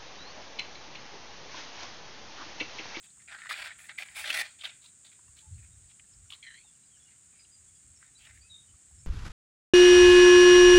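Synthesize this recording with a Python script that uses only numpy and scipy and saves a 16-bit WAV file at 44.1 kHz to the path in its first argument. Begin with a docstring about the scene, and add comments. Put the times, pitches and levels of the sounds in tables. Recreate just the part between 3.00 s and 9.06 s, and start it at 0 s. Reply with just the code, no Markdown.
"""A hand pushes into a gourd vine on dry ground, lifts a fruit and lets it down again.
Leaves scrape as trains of tiny slips that ring the blade; dry bits snap as resonant click clusters.
A stem creaks by stick-slip through gliding resonances, and the fruit knocks as a short hollow ring.
Faint litter ticks and far whistling birds lie behind, with insects as a fluttering band of noise.
Shaped noise makes the still air and the light wind that bumps the microphone."""
import sys
import numpy as np
from scipy import signal
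from scipy.fft import rfft, irfft, next_fast_len
from scipy.io import wavfile

SR = 44100
rng = np.random.default_rng(int(sys.argv[2]) if len(sys.argv) > 2 else 0)


def to_wav(s):
    """Save 16-bit WAV."""
    ch = np.atleast_2d(s).T  # columns
    pcm = np.round(np.clip(ch, -1, 1) * 32767)  # PCM
    wavfile.write(sys.argv[1], SR, pcm.astype(np.int16))


N = 267334
TIME = np.arange(N) / SR


def vine(scatter_db=-14):
    """Everything that the hand disturbs, with a short scatter from the ground."""
    close = leaf_strokes() + snaps()
    add(close, *creak())
    add(close, *knock())
    return close + gain_of(scatter_db) * echoes(close, 0.039)


# leaves sliding, one stroke per row: start_s, rise_s (time to full pressure), length_s,
# level_db (at full pressure), pitch_hz (of the leaf), hiss_db (treble lift from the leaf hairs)
LEAF_STROKES = [(0.021, 0.024, 0.037, -59, 3030, 8), (.19, .01, 0.035, -64.5, 1950, -20),
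                (0.273, 0.0028, 0.06, -51, 1970, -25), (0.306, 0.018, 0.059, -46, 1530, -10),
                (0.369, 0.023, 0.13, -50, 1700, -9), (0.492, .002, 0.037, -35.5, 1940, -0.5),
                (0.529, .07, 0.15, -41.5, 2050, -2.5), (0.671, .01, 0.054, -48, 1760, -20),
                (.782, 0.0047, 0.097, -54, 1980, 11.5), (0.884, 0.0069, 0.034, -47, 1950, -34),
                (0.976, 0.013, .058, -41, 2170, 0.5), (1.051, .01, 0.1, -55.5, 1970, 3),
                (1.145, 0.034, 0.097, -40, 2150, 7), (1.239, 0.067, 0.075, -33, 2670, -2),
                (1.324, .024, 0.093, -30.5, 1980, 3), (1.584, 0.036, 0.041, -49.5, 3080, -5),
                (1.634, 0.0083, 0.041, -41.5, 2650, -4.5), (1.688, 0.006, 0.016, -50.5, 3130, -14),
                (1.807, .01, 0.087, -63.5, 3800, 5), (2.043, .004, 0.027, -57, 3640, 2),
                (2.112, 0.0027, 0.018, -63, 2840, 4), (2.358, 0.014, 0.055, -62.5, 3470, 5),
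                (2.574, .01, 0.089, -68, 2110, 5), (2.886, 0.0092, 0.033, -66, 3080, -14),
                (3.297, 0.0046, 0.053, -55, 3430, 7), (4.078, .01, 0.058, -68, 2250, -3),
                (4.322, 0.0077, 0.097, -69.5, 2380, -7), (5.005, .015, 0.08, -66, 1685, 2.5),
                (5.177, .08, 0.097, -58, 2940, 4), (5.239, .06, .08, -57, 1860, 2),
                (5.33, 0.0093, 0.06, -64.5, 1920, 12)]


def leaf_strokes():
    """Leaves dragged over each other, with fibres crackling under the pressure."""
    out = np.zeros(N)
    for start_s, rise_s, length_s, level_db, pitch_hz, hiss_db in LEAF_STROKES:
        add(out, *stroke(start_s, rise_s, length_s, level_db, pitch_hz, hiss_db))
        for crackle in crackles(start_s, rise_s, length_s, level_db, pitch_hz):
            add(out, *snap(*crackle))
    return out


FIRM_DB, LIGHT_RANGE_DB = -38.5, 12  # a touch this far under a firm one only grazes the leaf
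SWELL_DB, SAG_DB_PER_S = 7, 24.5  # pressure builds, then eases while the leaf slides
LET_GO_DB, SETTLE_DB_PER_S, SETTLE_S = 8.5, 174, .2  # the leaf slips free and rustles to rest
# colour of the rubbed leaves: freq_hz, level_db (relative)
LEAF_COLOUR = [(120, -40), (230, -30), (330, -13.5), (430, -25), (600, -8), (790, -5.5), (1030, -12),
               (1330, -3), (2400, -0.5), (2950, -7.5), (3650, -1.5), (6300, -13.5), (9700, -11),
               (13500, -27), (15500, -17.5)]


def stroke(start_s, rise_s, length_s, level_db, pitch_hz, hiss_db,
           body_db=6, soft_body_db=7, octaves=0.55, soft_octaves=0.28, tick=0.49, ring_s=0.004,
           shift_db=9, judder_db=2, soft_s=0.0053, free_s=0.0094, landing=0.15, dull_db=-9):
    """Slips ring three wandering patches of the blade; hair hiss dulls once the leaf slips free."""
    t = np.arange(round((length_s + SETTLE_S) * SR)) / SR
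    # a light touch starts softly and rings mostly the leaf's own pitch
    light = np.clip((FIRM_DB - level_db) / LIGHT_RANGE_DB, 0, 1)
    contact = np.minimum(t / (landing * rise_s + light * soft_s), 1)

    held_s = np.maximum(t - rise_s, 0)
    swell_db = SWELL_DB * np.maximum(1 - t / rise_s, 0)
    pressure_db = level_db - swell_db - SAG_DB_PER_S * held_s + judder_db * wander(t, 157.9)
    freed_s = np.maximum(t - length_s, 0)
    free = np.minimum(freed_s / free_s, 1)
    release_db = LET_GO_DB * free + SETTLE_DB_PER_S * freed_s

    # the contact wanders from patch to patch
    weights = gain_of(shift_db * np.array([wander(t, 24.9) for _ in range(3)]))
    weights /= np.linalg.norm(weights, axis=0)
    trains = [weight * slips(t, 2200 - 1600 * light, 3.3) for weight in weights]
    patches = [signal.fftconvolve(train, blade(ring_s))[:len(t)] for train in trains]
    scrape = unit_rms(sum(patches)) + tick * unit_rms(sum(trains))

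    def rubbed(treble_db):
        """The slips in the colour of this leaf."""
        def blade_db(f):
            away = np.log2((f + 1) / pitch_hz)
            body = body_db * np.exp(-.5 * (away / octaves) ** 2)
            soft_body = light * soft_body_db * np.exp(-.5 * (away / soft_octaves) ** 2)
            treble = treble_db * f ** 6 / (f ** 6 + 6500. ** 6)  # shelf centred on 6.5 kHz
            return read(LEAF_COLOUR, f) + body + soft_body + treble
        return unit_rms(colour(scrape, blade_db))

    sound = (1 - free) * rubbed(hiss_db) + free * rubbed(hiss_db + dull_db)
    return start_s, sound * gain_of(pressure_db - release_db) * contact


def slips(t, per_s, spread_db):
    """Tiny catches of leaf on leaf: impulses of random sign, many small, a few large."""
    size = gain_of(spread_db * np.minimum(rng.exponential(1, len(t)), 4))
    return size * rng.choice([-1, 1], len(t)) * (rng.random(len(t)) < per_s / SR)


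def blade(ring_s):
    """One patch of leaf: dense modes as a noise burst that decays to 1/e in ring_s."""
    t = np.arange(SR // 40) / SR
    return unit_rms(rng.standard_normal(len(t)) * np.exp(-t / ring_s))


CRACKLES_PER_S = 30  # while a stroke presses fully
CRACKLE_DB, CRACKLE_SPREAD_DB = 4.5, 21.5  # loudest peak relative to the stroke, range below it


def crackles(start_s, rise_s, length_s, level_db, pitch_hz, octaves=1.0, count=12):
    """Small fibres break by chance under full pressure: rows of (start_s, peak_db, pitch_hz)."""
    held_s = length_s - rise_s
    rows = []
    for chance, when, size, pitch in rng.random((count, 4)):
        if chance < CRACKLES_PER_S * held_s / count:
            peak_db = level_db + CRACKLE_DB - CRACKLE_SPREAD_DB * size
            rows.append((start_s + rise_s + when * held_s, peak_db,
                         pitch_hz * 2 ** (octaves * (pitch - .5))))
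    return rows


# dry bits snapping: start_s, peak_db (before the shared trim), pitch_hz
DRY_SNAPS = [(0.103, -52.5, 4100), (0.2772, -44, 2170), (.4188, -34, 1750), (0.4574, -33.5, 1410),
             (0.5093, -22.5, 1420), (.5397, -28.5, 2360), (.7143, -35, 1780), (0.7926, -42, 1940),
             (0.8933, -30, 1860), (.986, -25.5, 2170), (1.022, -27.5, 2070), (1.0856, -39, 1890),
             (1.2424, -24, 1780), (1.3029, -17, 2600), (1.6108, -35, 3380), (1.6448, -29.5, 3730),
             (1.6527, -22, 3280), (1.8602, -43.5, 3660), (2.191, -55, 1020), (2.3882, -46, 3380),
             (2.996, -45, 2245), (3.1365, -52, 4940), (3.3029, -36.5, 3010), (3.3235, -30.5, 3170),
             (3.333, -36, 3030), (3.344, -42, 3750), (4.4498, -52.5, 2800), (5.0267, -45, 1440),
             (5.3094, -46, 1956), (5.3744, -50, 1950)]


def snaps(trim_db=-1):
    """Dry bits of the vine break one by one."""
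    out = np.zeros(N)
    for start_s, peak_db, pitch_hz in DRY_SNAPS:
        add(out, *snap(start_s, peak_db + trim_db, pitch_hz))
    return out


def snap(start_s, peak_db, pitch_hz, width_hz=500, crack=0.11, crumble_s=0.0034, edge_hz=5200):
    """A fibre breaks in a quick burst that rings the leaf; the soft blade damps the highs."""
    breaks = blade(crumble_s)
    broad = resonate(np.diff(breaks, prepend=0), pitch_hz, 3 * width_hz)
    ring = unit_rms(resonate(broad, pitch_hz, width_hz))
    ring = signal.sosfilt(signal.butter(4, edge_hz, fs=SR, output="sos"), ring)
    sound = ring + crack * unit_rms(colour(breaks, lambda f: read(LEAF_COLOUR, f)))
    return start_s, gain_of(peak_db) * sound / abs(sound).max()


CREAK_S, CREAK_LENGTH_S = 3.427, .22
CREAK_DB, CREAK_FADE_DB = -46.5, 21.5  # level before jerks and fade, total fade
# the lowest resonance sinks until BEND_S, then climbs back and slightly past its start
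STEM_START_HZ, STEM_BENT_HZ, BEND_S = 2300, 1820, 0.087
CATCHES_PER_S, CATCH_DROP_DB = 27, 8.5  # the stem gives way in jerks, each loudest at its start
# upper resonances of the stem at its deepest bend: freq_hz, width_hz, level_db (relative)
STEM_MODES = [(3070, 220, -6.5), (3950, 270, -8.5), (5850, 750, -22)]


def creak(slips_per_s=190, uneven=0.28, grit=0.43, width_hz=320, follow=0.24, jerk_rise=0.084,
          fade_power=2.44):
    """A stem sticks and slips; its resonances sink and rise as it bends, the lowest one most."""
    t = np.arange(round(CREAK_LENGTH_S * SR)) / SR
    jerk_db = CATCH_DROP_DB * np.interp(t * CATCHES_PER_S % 1, [0, jerk_rise, 1], [1, 0, 1])
    level_db = CREAK_DB - jerk_db - CREAK_FADE_DB * (t / CREAK_LENGTH_S) ** fade_power
    lowest_hz = STEM_START_HZ + (STEM_BENT_HZ - STEM_START_HZ) * np.sin(np.pi / 2 * t / BEND_S)

    # every slip is a click and a short scrape, with wandering strength
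    turns = np.cumsum(slips_per_s * np.exp(uneven * wander(t, 200))) / SR
    clicks = np.diff(np.floor(turns), prepend=0)
    scrapes = grit * rng.standard_normal(len(t)) * np.exp(-(turns % 1) / .5)
    drive = (clicks + scrapes) * gain_of(1.5 * wander(t, 150))

    bend = (lowest_hz / lowest_hz.min()) ** follow
    modes = [(lowest_hz, width_hz, 0)] + [(hz * bend, width, db) for hz, width, db in STEM_MODES]
    stem = 0
    for hz, width, db in modes:
        stem = stem + gain_of(db) * unit_rms(resonate(resonate(drive, hz, width), hz, width))
    return CREAK_S, gain_of(level_db) * unit_rms(stem)


def knock(start_s=3.318, peak_db=-51, pitch_hz=1130, width_hz=160, ring_s=0.023):
    """The fruit bumps against the vine: a noise burst through a resonance, small and hollow."""
    t = np.arange(SR // 10) / SR
    bump = rng.standard_normal(len(t)) * np.exp(-t / ring_s)
    sound = resonate(resonate(bump, pitch_hz, 3 * width_hz), pitch_hz, width_hz)
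    return start_s, gain_of(peak_db) * sound / abs(sound).max()


def settling(loudest_db=-64, count=55):
    """Faint stray ticks of the litter under the vine, each with its own pitch."""
    out = np.zeros(N)
    for when, size, pitch in rng.random((count, 3)):
        add(out, *snap(when * N / SR, loudest_db - 8 * size, 750 * 7 ** pitch,
                       width_hz=115, crack=0.069, crumble_s=0.008))
    return out


# distant birds: start_s, length_s, pitch_hz (at the start), glide_hz (over the chirp),
# level_db (before the mix of direct sound and echo)
BIRD_CHIRPS = [(2.412, 0.071, 902, -50, -71.5), (3.56, .06, 4430, -68, -69), (3.616, 0.11, 3900, -650, -71),
               (3.895, 0.11, 3480, -830, -72), (3.986, 0.064, 3500, -170, -70),
               (4.046, 0.064, 2960, -140, -69), (4.385, 0.045, 4980, -140, -61.5),
               (4.51, 0.058, 4910, -82, -64.5), (4.956, 0.033, 5470, -38, -66),
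               (5.145, .037, 3900, 160, -62), (5.172, 0.025, 4700, -120, -64), (5.26, 0.045, 5300, 2, -74),
               (5.408, 0.033, 4520, 320, -61.5), (5.41, 0.091, 2450, 193, -68.5),
               (5.486, 0.094, 3860, -195, -52.5), (5.568, 0.058, 3790, -130, -61),
               (5.674, .047, 3030, -15, -69.5), (5.975, 0.051, 5350, 100, -69)]


def birds(waver=0.016, direct=0.75, wet=0.35, far_db=-75, count=36):
    """Short wavering sine whistles, blurred by echoes; fainter ones come at random from farther away."""
    far = []
    for when, low, rise in rng.random((count, 3)):
        far.append((when * N / SR, .035, 5600 - 3200 * low ** 2, 400 * (rise - .5), far_db))
    out = np.zeros(N)
    for start_s, length_s, pitch_hz, glide_hz, level_db in BIRD_CHIRPS + far:
        t = np.arange(round(length_s * SR)) / SR
        hz = (pitch_hz + glide_hz * t / length_s) * (1 + waver * wander(t, 500))
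        whistle = np.sin(2 * np.pi * np.cumsum(hz) / SR) * signal.windows.tukey(len(t), .7)
        add(out, start_s, gain_of(level_db) * unit_rms(whistle))
    return direct * out + wet * echoes(out, 0.24)


# colour of the insect chorus: freq_hz, level_db (relative)
INSECT_COLOUR = [(5700, -45), (6200, -36.5), (6500, -11.5), (7150, -6.5), (7650, -4), (8200, -7.5),
                 (8850, -6), (9250, -16), (9900, -26), (11200, -36), (13500, -52), (15000, -27.5),
                 (16000, -65)]
# loudness of the chorus before its flutter: time_s, level_db
INSECT_LEVEL = [(0, -57.5), (2.3, -58), (3.8, -60), (4.7, -58.5), (5.4, -60.5), (6.06, -58.5)]


def insects(flutter_db=1.0):
    """Many insects merge into one high band of noise with a fine, uneven flutter."""
    time_s, level_db = np.transpose(INSECT_LEVEL)
    chorus_db = np.interp(TIME, time_s, level_db) + flutter_db * wander(TIME, 400)
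    return noise(INSECT_COLOUR) * gain_of(chorus_db)


BREEZE_DB, BREEZE_SWING_DB, BREEZE_PER_S = -77, 6, 6.5  # the light air between the puffs
# colour of still air outdoors: freq_hz, level_db (relative)
AIR_COLOUR = [(20, -37), (45, -22), (75, -2.5), (130, 1.5), (240, -7), (480, -16), (1050, -18), (1400, -13),
              (2600, -14.5), (4200, -16.5), (5400, -14.5), (7000, -10), (11000, -36.5), (16000, -35)]
# colour of wind on the microphone: freq_hz, level_db (relative)
WIND_COLOUR = [(20, -38), (40, -4.5), (55, 1.5), (80, 5), (110, -3), (160, -12), (230, -28.5), (400, -44),
               (900, -99)]
# puffs of wind on the microphone: peak_s, half_width_s (to 1/e of the peak), level_db
WIND_PUFFS = [(1.202, 0.16, -70), (2.31, .05, -63.5), (2.548, 0.062, -45), (2.73, 0.15, -57.5),
              (3.22, 0.078, -60.5), (4.888, 0.073, -63), (5.35, 0.13, -60), (5.73, 0.044, -61.5),
              (6.02, 0.11, -57.5)]


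def air(still_db=-68):
    """Soft outdoor wash; a restless breeze and swelling puffs of wind rumble on the microphone."""
    still = noise(AIR_COLOUR) * gain_of(still_db + 0.11 * wander(TIME, 11))
    breeze = gain_of(BREEZE_DB + BREEZE_SWING_DB * wander(TIME, BREEZE_PER_S))
    puffs = sum(gain_of(level_db) * np.exp(-((TIME - peak_s) / half_width_s) ** 2)
                for peak_s, half_width_s, level_db in WIND_PUFFS)
    return still + noise(WIND_COLOUR) * np.hypot(breeze, puffs)


def echoes(x, t60_s):
    """Scatter from ground and plants: sparse random taps after 3 ms that fall 60 dB in t60_s."""
    t = np.arange(SR // 2) / SR
    sparse = (rng.random(len(t)) < 2000 / SR) * (t > .003)
    taps = rng.standard_normal(len(t)) * sparse * gain_of(-60 * t / t60_s)
    return signal.fftconvolve(x, taps / np.linalg.norm(taps))[:N]


def resonate(x, hz, width_hz):
    """A one-pole resonance that may follow a pitch curve: shift to 0 Hz, smooth, shift back."""
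    turn = np.exp(2j * np.pi * np.cumsum(hz * np.ones(len(x))) / SR)
    r = np.exp(-np.pi * width_hz / SR)
    return 2 * (turn * signal.lfilter([1 - r], [1, -r], x / turn + 1e-18)).real


def colour(x, db_at):
    """Causal minimum-phase filter whose gain follows the function db_at(Hz)."""
    log_gain = np.log(gain_of(db_at(abs(np.fft.fftfreq(2048, 1 / SR)))))
    response = np.fft.ifft(np.exp(np.conj(signal.hilbert(log_gain)))).real
    return signal.fftconvolve(x, response[:len(response) // 2])[:len(x)]


def noise(spectrum):
    """Steady noise of a given colour, rms 1."""
    size = next_fast_len(N)
    gains = gain_of(read(spectrum, np.fft.rfftfreq(size, 1 / SR)))
    return unit_rms(irfft(rfft(rng.standard_normal(size)) * gains, size)[:N])


def wander(t, per_s):
    """Random drift of about unit size: per_s random points a second, joined by straight lines."""
    return np.interp((t - t[0]) * per_s, np.arange(4096), rng.standard_normal(4096))


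def read(points, hz):
    """A spectrum table in dB, joined on a log-frequency axis."""
    f, db = np.transpose(points)
    return np.interp(np.log(hz + 1), np.log(f + 1), db)


def gain_of(db):
    """Decibels to amplitude."""
    return 10 ** (np.asarray(db) / 20)


def unit_rms(x):
    """Scales to rms 1."""
    return x / np.sqrt(np.mean(x ** 2) + 1e-20)


def add(mix, start_s, sound):
    """Mixes a sound in at start_s, cut off at the end of the mix."""
    part = mix[max(round(start_s * SR), 0):][:len(sound)]
    part += sound[:len(part)]


def scene():
    """The vine close by, the field around it."""
    return (vine() + settling() + birds() + insects() + air())[None]


EDGE_HZ = 15900


def record(dry):
    """The recorder's band limit: a steep linear-phase low-pass."""
    low_pass = signal.firwin(511, EDGE_HZ, window=("kaiser", 9), fs=SR)
    return signal.oaconvolve(dry, low_pass[None], "same")


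dry = scene()
out = record(dry)
to_wav(out)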